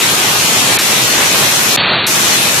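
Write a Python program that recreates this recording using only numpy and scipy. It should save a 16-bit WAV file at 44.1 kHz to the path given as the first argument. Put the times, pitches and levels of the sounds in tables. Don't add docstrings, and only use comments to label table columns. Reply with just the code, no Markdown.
import sys
import numpy as np
from scipy import signal
from scipy.fft import rfft, irfft, next_fast_len
from scipy.io import wavfile
from scipy.ndimage import uniform_filter1d

SR = 44100
rng = np.random.default_rng(int(sys.argv[2]) if len(sys.argv) > 2 else 0)


def gain_from_db(level_db):
    decades = np.asarray(level_db, float) / 20
    return 10 ** decades


def generate_wav(signal):
    frames = np.transpose(np.atleast_2d(signal))
    scaled = np.clip(frames, -1, 1) * 32767
    pcm = np.round(scaled).astype(np.int16)
    wavfile.write(sys.argv[1], SR, pcm)


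N = 114660
TIME_S = np.arange(N) / SR

SPLIT_HZ, TOP_EDGE_HZ = 4520, 15400


def rms_one(x):
    return x / np.sqrt(np.mean(x ** 2) + 1e-20)


def at_hz(points, hz):
    table_hz, value = np.transpose(points)
    return np.interp(np.log(hz), np.log(table_hz), value)


def drift(rate_hz):
    r = np.exp(-80 * np.pi * rate_hz / SR)
    noise = rng.standard_normal(N // 40 + 2002)
    slow = signal.lfilter([1], [1, -2 * r, r * r], noise)[2000:]
    return np.interp(np.arange(N) / 40, np.arange(len(slow)), rms_one(slow))


def shaped(x, response):
    size = next_fast_len(N + 4096)
    hz = np.arange(1, size // 2 + 2) * SR / size
    return irfft(rfft(x, size) * response(hz), size)[:N]


def window(start_s, end_s):
    return np.interp(TIME_S, [start_s - .0001, start_s, end_s, end_s + .0001], [0, 1, 1, 0])


def impacts(per_s):
    size_spread_db = 2.5
    sizes = gain_from_db(size_spread_db * np.minimum(rng.exponential(1, N), 5))
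    signs = rng.choice([-1, 1], N)
    return sizes * signs * (rng.random(N) < per_s / SR)


# start_s, level_db
FLURRY_LEVELS = [(0, -20.5), (.15, -20), (.5, -19.5), (.6, -20), (.72, -16.5), (.8, -22.5), (.97, -18.5),
                 (1.08, -22.5), (1.22, -15.5), (1.29, -22), (1.35, -15.5), (1.519, -22.5), (1.76, -19.5),
                 (1.842, -18.5), (1.939, -16), (2.02, -24), (2.2, -20.5), (2.6, -21.5)]


def flurry_db():
    start_s, level_db = np.transpose(FLURRY_LEVELS)
    return np.interp(TIME_S, start_s, level_db - level_db.mean())


def roofs():
    gain_db, follows_flurries = -22.5, 1.25
    hits_per_s, ring_cycles = 3000, 12.7
    hits = impacts(hits_per_s) + 1e-18
    struck_mode = rng.integers(0, 24, N)
    ringing = 0
    for mode, hz in enumerate(np.geomspace(349, 3094, 24)):
        r = gain_from_db(-60 * hz / (ring_cycles * SR))
        w = 2 * np.pi * hz / SR
        resonator = [0, np.sin(w)], [1, -2 * r * np.cos(w), r * r]
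        ringing = ringing + np.sqrt(hz) * signal.lfilter(*resonator, hits * (struck_mode == mode))
    ringing = rms_one(shaped(ringing, lambda hz: hz < SPLIT_HZ))
    return gain_from_db(follows_flurries * flurry_db() + gain_db) * ringing


def paving(spectrum, low_hz, high_hz, patchy_db, gust_db):
    stones_per_s = 14000
    ticks = [impacts(stones_per_s), impacts(stones_per_s)]
    gust = drift(2.5)
    hail = 0
    edges_hz = 25 * 2 ** (np.arange(30) / 3)
    for k, (low, high) in enumerate(zip(edges_hz, edges_hz[1:])):
        if high > low_hz and low < high_hz:
            bandpass = signal.butter(2, [low, high], "band", fs=SR, output="sos")
            band = signal.sosfilt(bandpass, ticks[k % 2])
            hail = hail + band * gain_from_db(patchy_db * drift(12.6) + gust_db * gust)
    return rms_one(shaped(hail, lambda hz: gain_from_db(at_hz(spectrum, hz)) * (hz > low_hz) * (hz < high_hz)))


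# pitch_hz, level_db
BODY_COLOUR = [(30, -28), (63, -19.5), (120, -3.5), (300, -6), (500, -9.5), (1300, -5), (2500, -2.5),
               (4400, -3.5)]


def paving_body():
    gain_db, follows_flurries = -12.5, 0.33
    hail = paving(BODY_COLOUR, 20, SPLIT_HZ, patchy_db=1.04, gust_db=0.31)
    return gain_from_db(gain_db + follows_flurries * flurry_db()) * hail


# pitch_hz, level_db
TOP_COLOUR = [(4600, -1.5), (6530, 1), (7600, -1.5), (9370, -4), (12700, -5.5), (13100, -10), (14500, -11),
              (15500, -13)]


def paving_top():
    gain_db, follows_flurries = -13.5, 0.057
    hail = paving(TOP_COLOUR, SPLIT_HZ, TOP_EDGE_HZ, patchy_db=1.0, gust_db=0.28)
    return gain_from_db(gain_db + follows_flurries * flurry_db()) * hail


def thinned(x, low_hz, frame, lines, share):
    hole_db, weak_share = -22, 0.73
    hz, _, z = signal.stft(x, SR, nperseg=frame)
    weak = abs(z) < weak_share * uniform_filter1d(abs(z), size=16, axis=0)
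    luck = np.kron(rng.random(z.shape), np.ones((lines, 2)))[:len(hz), :z.shape[1]]
    lost = (weak | (luck < share)) & (hz[:, None] > low_hz)
    return signal.istft(z * np.where(lost, gain_from_db(hole_db), 1), SR, nperseg=frame)[1][:N]


def late_copy(hz):
    lead_lag, plain_lag, plain_hz = 23, 824, 8625

    def lag(samples):
        return np.exp(-2j * np.pi * hz * samples / SR)

    chain = lag(lead_lag)
    for samples, gain in [(202, 0.55), (279, 0.52), (314, 0.56)]:
        g = np.clip(gain * (1.1 - hz / plain_hz), 0, .9)
        chain = chain * (lag(samples) - g) / (1 - g * lag(samples))
    return -np.where(hz < plain_hz, chain, lag(plain_lag))


# pitch_hz, level_db
COPY_LEVEL = [(60, -8.5), (130, -18.5), (290, -9.5), (640, -8), (1410, 0), (3100, -2), (6820, 0.5),
              (15000, -0.5)]
# pitch_hz, left_minus_right_db
LEFT_LEAN = [(100, -1), (400, -2.5), (1200, 0), (2500, 1.5), (6400, 4), (8400, 3.5), (8700, -4.5),
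             (15000, -3.5)]


def widened(x):
    loose_share = .3

    def centre(hz):
        return 1 / np.sqrt(1 + gain_from_db(2 * at_hz(COPY_LEVEL, hz)))

    def side(hz):
        whole = gain_from_db(at_hz(COPY_LEVEL, hz))
        lean = np.tanh(at_hz(LEFT_LEAN, hz) * np.log(10) / 20) * (1 + whole ** 2) / 2
        lean = np.clip(lean, -whole, whole)
        return centre(hz) * (lean + np.sqrt(whole ** 2 - lean ** 2) * late_copy(hz))

    loose = shaped(np.roll(x, N // 3), lambda hz: centre(hz) * gain_from_db(at_hz(COPY_LEVEL, hz)))
    tied = shaped(x, side)
    return shaped(x, centre), np.sqrt(1 - loose_share ** 2) * tied + loose_share * loose


# dull_start_s, right_mute_s, full_again_s, width_start_s, width_back_s
FALTER_TIMES = [
    (.7725, .7815, .787, .796, .83),
    (1.763, 2.0615, 2.067, 2.07, 2.105),
]


def falters():
    linger_s, linger_db, mute_db = .022, -30, -24
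    dull, width, right, thin = np.zeros(N), np.ones(N), np.ones(N), np.zeros(N)
    for start, mute, full, opens, back in FALTER_TIMES:
        trace = gain_from_db(linger_db) * window(start, min(full, start + linger_s))
        dull = dull + window(start, full) - trace
        width = width * np.interp(TIME_S, [start - .0004, start, opens, back], [1, 0, 0, 1])
        right = right * (1 - (1 - gain_from_db(mute_db)) * window(mute, full))
        thin = thin + window(full + 0.00046, full + .0085)
    return dull, width, right, thin


def scene():
    body = thinned(paving_body() + roofs(), low_hz=1300, frame=3760, lines=5, share=.15)
    top = thinned(paving_top(), low_hz=4500, frame=3760, lines=5, share=.05)
    top = thinned(top, low_hz=13900, frame=2600, lines=18, share=.4)
    centre, side = widened(body + top)
    dull, width, right, thin = falters()

    mono_lift_db, tick_s, tick_db = 0.5, 1.929, -21
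    bass = shaped(body, lambda hz: hz < 1100)
    tick = gain_from_db(tick_db) * (np.arange(N) == int(tick_s * SR))
    mono = gain_from_db(mono_lift_db) * (body - thin * bass) + (1 - dull) * top + tick

    gap = 1 - (1 - gain_from_db(-17)) * window(1.763, 1.772)
    mid = (width * centre + (1 - width) * mono) * gap
    return np.array([mid + width * side, (mid - width * side) * right])


def band_limit(x):
    return signal.sosfilt(signal.butter(12, 15660, fs=SR, output="sos"), x)


def record(dry):
    overload = 1.15
    rumble_cut = signal.butter(2, 70, "high", fs=SR, output="sos")
    heard = np.clip(signal.sosfilt(rumble_cut, dry), -overload, overload)
    return band_limit(heard)


dry = scene()
out = record(dry)
generate_wav(out)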